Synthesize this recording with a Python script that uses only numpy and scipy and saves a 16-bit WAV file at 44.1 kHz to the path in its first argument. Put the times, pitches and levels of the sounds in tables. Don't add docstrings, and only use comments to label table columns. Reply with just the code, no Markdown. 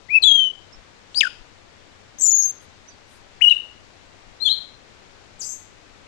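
import sys
import numpy as np
from scipy import signal
from scipy.fft import rfft, irfft, next_fast_len
from scipy.io import wavfile
from scipy.ndimage import uniform_filter1d, minimum_filter1d

SR = 44100
rng = np.random.default_rng(int(sys.argv[2]) if len(sys.argv) > 2 else 0)


def to_wav(sig):
    pcm = np.clip(np.atleast_2d(sig), -1, 1) * 32767
    pcm = np.round(pcm).astype(np.int16)
    wavfile.write(sys.argv[1], SR, pcm.T)


N = 267687
T = np.arange(N) / SR

# hz, density_db_per_hz
LEFT_AIR = [(20, -72.5), (60, -78), (95, -74), (140, -79.5), (260, -79), (600, -80), (1200, -85),
            (2200, -87), (4000, -88.5), (7000, -95), (9000, -106), (12000, -121), (15000, -128)]
RIGHT_AIR = [(20, -103), (60, -89), (92, -79.5), (140, -91), (600, -93), (1200, -88.5), (2100, -88),
             (2700, -91.5), (3400, -109), (5500, -104), (7800, -106), (10000, -126), (15000, -137)]
# centre_s, half_length_s, level_db
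DULL_BUMPS = [(0.772, 0.04, -40), (1.41, 0.023, -44), (2.327, 0.068, -51.5), (4.295, 0.031, -43),
              (4.49, 0.036, -51)]
# centre_s, half_length_s, centre_hz, left_db, right_db
LEAF_RUSTLES = [(1.134, .03, 5500, -88, -58), (2.633, 0.022, 8950, -58, -74),
                (3.138, 0.052, 8680, -58, -75), (4.636, .006, 4500, -80, -55)]
# chip_s, chip_top_hz, chip_db, tail_db
DISTANT_CALLS = [(.734, 5400, -37, -58), (2.196, 6200, -39, -41), (2.887, 6100, -38, -44),
                 (4.364, 5600, -57, -58), (5.392, 6400, -55, -61)]
# hz, gain_db
BEAK_COLOUR = [(3000, 4), (5000, -2), (6800, 12.5), (8000, -1.5), (9000, 0), (11000, 1), (13500, -9),
               (15500, -15)]
# hz, density_db_per_hz
BREATH_HISS = [(300, -40), (2000, -49), (4500, -43.5), (6800, -36.5), (9800, -42.5), (11200, -53.5),
               (13500, -68.5)]
# start_s, length_s, centre_hz, peak_db
BUZZ_BURSTS = [(2.183, 0.025, 6460, -23), (2.206, 0.026, 6350, -11), (2.251, .030, 6150, -10),
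               (2.302, .028, 6000, -13.5), (2.356, .028, 5670, -22.5), (2.418, .028, 5850, -17)]
CONTOUR_WHISTLES = { "opening whistle": ([(0.087, 1894, -39.1), (0.106, 2360, -19.5), (0.143, 2567, -9.2),
                    (0.158, 2644, -2.3), (0.175, 2530, -5.3), (0.185, 2546, -4.4), (0.19, 2608, -26.0)],
                    (.25, -37.5, -51, -54, -20, 3)), "crest": ([(0.231, 2994, -27.7), (0.239, 3334, -9.1),
                    (0.263, 3535, -3.6), (0.278, 3380, -2.4), (0.307, 3262, -7.6), (0.31, 3438, -21.3)],
                    (.15, -33, -41, -53, -16, -22)), "long slide": ([(0.31, 3317, -12.7),
                    (0.315, 3261, -1.9), (0.34, 3291, -10.2), (0.356, 3258, -3.5), (0.369, 3228, -9.3),
                    (0.399, 3137, -8.5), (0.469, 3026, -13.7), (0.516, 2985, -25.5)],
                    (.15, -35, -45, -57, -17, -22)), "level whistle": ([(3.408, 1709, -29.4),
                    (3.416, 2549, -15.3), (3.422, 2903, -3.6), (3.432, 2998, -12.3), (3.447, 2907, 0.2),
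                    (3.453, 2815, -5.5), (3.482, 2908, -1.8), (3.49, 2959, -15.2), (3.499, 3021, -8.4),
                    (3.505, 2954, -18.7)], (.12, -39.5, -39, -49, -11, -24)), }
GLIDE_NOTES = { "grace note": ((.221, .027), (4330, 3830, -75, 450, .002), (-4, .020, 20, 9),
               (.34, -23.5, -50, -31, -11.5)), "upper blip": ((.310, .018), (3720, 3760, 20, 0, .005),
               (-19, .008, 8, 3), (.5, -30, -50, -35, -10)), "rising whistle": ((1.1445, .060),
               (4560, 5400, -170, -2100, .003), (-12, .041, 19, 7), (.86, -24, -50, -25, -12.5)),
               "second rising voice": ((1.160, .036), (4480, 4900, -110, 0, .005), (-15, .027, 25, 2),
               (1.4, -15, -50, -43, -15)), "whip": ((1.204, .013), (4900, 2380, -600, 0, .005),
               (-1, .0075, 20, 12), (2.5, -26, -46, -28, -20)), "throbbing fall": ((1.216, .064),
               (1900, 1460, -130, 700, .010), (-9.3, .003, 0, 6.5), (2.2, -25, -36, -29, -22)),
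               "high slide": ((2.194, .320), (7070, 6280, -55, 920, .029), (-6, .068, 19, 10),
               (.1, -22, -58, -36, -19.5)), "closing note": ((3.505, .026), (2950, 2640, 30, 0, .005),
               (-1, .005, 17, 10), (.5, -41, -43, -49, -10.5)), "upper flick": ((3.491, .036),
               (4120, 3540, 20, -100, .005), (-28, .010, 11, 1), (1.5, -24, -46, -22, -7)),
               "duet upper": ((4.401, .068), (3980, 4150, 175, -200, .006), (-14, .040, 23, 0),
               (.31, -33, -54, -37, -7)), "duet lower": ((4.443, .046), (3600, 3100, 90, -230, .006),
               (-8, .025, 26, 4), (.7, -38, -42, -34, -8.5)), "duet return": ((4.485, .052),
               (3700, 4290, 20, -500, .004), (-12.5, .035, 4, 3), (.8, -41, -54, -36, -4)),
               "rasp swoop": ((5.393, .034), (7850, 4450, 520, 0, .005), (-25, .020, 17, 3),
               (2.8, -24, -35, -17, -6)), "rasp climb": ((5.419, .036), (4750, 5400, -130, 0, .005),
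               (-28, .008, 3, 7), (4, -17, -35, -18, -7)), "rasp lower": ((5.408, .142),
               (6400, 6400, 0, 600, .006), (-29.5, .045, 2, 0), (3.8, -17, -50, -42, -4)),
               "rasp upper": ((5.434, .114), (7600, 7250, 130, 0, .005), (-30.5, .015, 10, 7),
               (3.2, -24, -50, -25, -2)), }
NOTE_THROBS = {"throbbing fall": (1.226, 51, 16)}

RIGHT_OPENS_S = .615
TOP_HZ = 15400
WOOD_T60_S, WOOD_BUILD_S = .39, .004
LEAF_T60_S, LEAF_BUILD_S = .1, .0015
EASE_S = .002
RELEASE_SHARE, RELEASE_DB = .2, 9
BUZZ_RATE_HZ, BUZZ_SWEEP = 100, .24
BUZZ_LIFT, BUZZ_LIFT_S = .022, .015
CHIP_HALF_S, CHIP_BEND_HZ = .009, 350
TAIL_DELAY_S, TAIL_HZ = .014, 4950
TAIL_SAG_HZ_PER_S, TAIL_FADE_DB_PER_S = 12000, 270


def undb(db):
    return 10 ** (np.asarray(db) / 20)


def noise(spectrum):
    hz, db = np.transpose(spectrum)
    f = np.maximum(np.fft.rfftfreq(N, 1 / SR), 1)
    shape = undb(np.interp(np.log(f), np.log(hz), db))
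    return irfft(rfft(rng.standard_normal(N)) * shape, N) * np.sqrt(SR / 2)


def band(centre_hz, width_hz):
    size = next_fast_len(N, real=True)
    f = np.fft.rfftfreq(size, 1 / SR)
    bell = np.exp(-.5 * ((f - centre_hz) / width_hz) ** 2)
    x = irfft(rfft(rng.standard_normal(size)) * bell, size)[:N]
    return x / x.std()


def swell(centre_s, half_s):
    return np.exp(-((T - centre_s) / half_s) ** 2)


def ease(x):
    return uniform_filter1d(x, max(int(EASE_S * SR), 1))


def air(spectrum):
    sway_db = .25 * band(0, 2)
    return noise(spectrum) * undb(sway_db)


def drone():
    return undb(-62) * band(94, 5)


def bumps():
    level = sum(undb(db) * swell(s, half) for s, half, db in DULL_BUMPS)
    return band(25, 16) * level


def rustles():
    out = 0
    for s, half, hz, left_db, right_db in LEAF_RUSTLES:
        sides = undb([[left_db], [right_db]])
        out = out + swell(s, half) * band(hz, 2200) * sides
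    return out


def echoes(x, t60_s, build_s):
    t = T[T < .9]
    envelope = undb(-60 * t / t60_s) * (1 - np.exp(-t / build_s))
    tail = rng.standard_normal(len(t)) * envelope
    return signal.fftconvolve(x, tail / np.linalg.norm(tail))[:N]


def woodland(x):
    return echoes(x, WOOD_T60_S, WOOD_BUILD_S)


def foliage(x):
    return echoes(x, LEAF_T60_S, LEAF_BUILD_S)


def far_calls():
    calls, waver = 0, 1 + .012 * band(0, 330)
    for s, top_hz, chip_db, tail_db in DISTANT_CALLS:
        age = np.maximum(T - s - TAIL_DELAY_S, 0)
        arch_hz = top_hz - CHIP_BEND_HZ * ((T - s) / CHIP_HALF_S) ** 2
        chip_hz = np.maximum(arch_hz, TAIL_HZ)
        hz = np.maximum(chip_hz - TAIL_SAG_HZ_PER_S * age, 0)
        chip = undb(chip_db) * swell(s, CHIP_HALF_S)
        tail = undb(tail_db - TAIL_FADE_DB_PER_S * age) * (1 - np.exp(-age / .004))
        calls = calls + (chip + tail) * np.sin(2 * np.pi * np.cumsum(hz * waver) / SR)
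    return undb(-4) * calls + undb(-5) * foliage(calls) + undb(-14) * woodland(calls)


def syrinx(hz, second_db, third_db, fourth_db=-13):
    phase = 2 * np.pi * np.cumsum(hz) / SR
    beak_hz, beak_db = np.transpose(BEAK_COLOUR)
    harmonics_db = [second_db, third_db, third_db + fourth_db, third_db + 2 * fourth_db]
    out = np.sin(phase)
    for k, db in enumerate(harmonics_db, 2):
        gain = undb(db + np.interp(k * hz, beak_hz, beak_db))
        out = out + gain * np.sin(k * phase) * (k * hz < SR / 2)
    return out


def buzz():
    hz, loud, choke = np.zeros((3, N))
    uneven = .09 * band(0, 40)
    rough = .028 * band(0, 600)
    for start, length, centre, db in BUZZ_BURSTS:
        on = (T >= start) & (T < start + length)
        age = T[on] - start
        cycle = (age * BUZZ_RATE_HZ + uneven[on]) % 1
        opening = np.sin(np.pi * cycle) ** 2
        burst = np.sin(np.pi * age / length) ** .9
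        hz[on] = centre * (1 + BUZZ_SWEEP * (cycle - .5) + rough[on])
        loud[on] = undb(db) * opening * burst
        choke[on] = np.cos(np.pi * (cycle - .3)) ** 2 * np.sqrt(1 - age / length)
    chirps = loud * syrinx(hz, -19, -np.inf)
    return chirps, uniform_filter1d(choke, size=90)


def lift():
    ages = [np.maximum(T - start, 0) / BUZZ_LIFT_S for start, *_ in BUZZ_BURSTS]
    return BUZZ_LIFT * np.max([age ** 2 * np.exp(2 * (1 - age)) for age in ages], axis=0)


def gesture(contour):
    s, hz, db = np.transpose(contour)
    loud = undb(np.interp(T, s, db)) * (T >= s[0]) * (T <= s[-1])
    return ease(np.interp(T, s, hz)), ease(loud)


def note(timing, pitch, loudness):
    start, length = timing
    first, last, arch, scoop, settling = pitch
    peak_db, rise, swell_db, fade_db = loudness
    age = np.clip(T - start, 0, length)
    part = age / length
    glide = first + (last - first) * part + 4 * arch * part * (1 - part)
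    hz = glide + scoop * np.exp(-age / settling)
    swelling = np.maximum(1 - age / rise, 0)
    fading = np.maximum(age - rise, 0) / max(length - rise, 1 / SR)
    release = np.maximum(1 - (1 - part) / RELEASE_SHARE, 0)
    db = peak_db - swell_db * swelling ** 2 - fade_db * fading ** 2 - RELEASE_DB * release ** 2
    return hz, ease(undb(db) * (T >= start) * (T <= start + length))


def throb(dip_s, rate_hz, depth_db):
    dip = np.cos(np.pi * rate_hz * (T - dip_s)) ** 4
    return undb(-depth_db * dip)


def song():
    for contour, timbre in CONTOUR_WHISTLES.values():
        yield *gesture(contour), timbre
    for name, (timing, pitch, loudness, timbre) in GLIDE_NOTES.items():
        hz, loud = note(timing, pitch, loudness)
        if name in NOTE_THROBS:
            loud = loud * throb(*NOTE_THROBS[name])
        yield hz, loud, timbre


def thrush():
    chirps, choke = buzz()
    direct, scattered = chirps, 0
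    hiss = noise(BREATH_HISS)
    sharp = 1 + lift() + .026 * choke
    for hz, loud, timbre in song():
        jitter_percent, second_db, third_db, hiss_db, echo_db, *fourth_db = timbre
        jitter = jitter_percent / 100 * band(0, 450)
        tone = syrinx(hz * (sharp + jitter), second_db, third_db, *fourth_db)
        flutter = undb(1.4 * band(0, 68))
        voice = loud * (1 - choke) * flutter * (tone + undb(hiss_db) * hiss)
        direct = direct + voice
        scattered = scattered + undb(echo_db) * voice
    near = foliage(undb(-4) * scattered + undb(-8) * chirps)
    return direct + near + woodland(scattered + undb(-18) * chirps)


def scene():
    left = air(LEFT_AIR) + drone() + bumps() + thrush()
    right = (air(RIGHT_AIR) + far_calls()) * (T > RIGHT_OPENS_S)
    return np.array([left, right]) + rustles()


def record(dry):
    gain = .94 / np.maximum(np.abs(dry), .94)
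    gain = uniform_filter1d(minimum_filter1d(gain, size=400), size=400)
    low_pass = signal.ellip(8, .1, 80, TOP_HZ, fs=SR, output="sos")
    return signal.sosfilt(low_pass, dry * gain)


dry = scene()
out = record(dry)
to_wav(out)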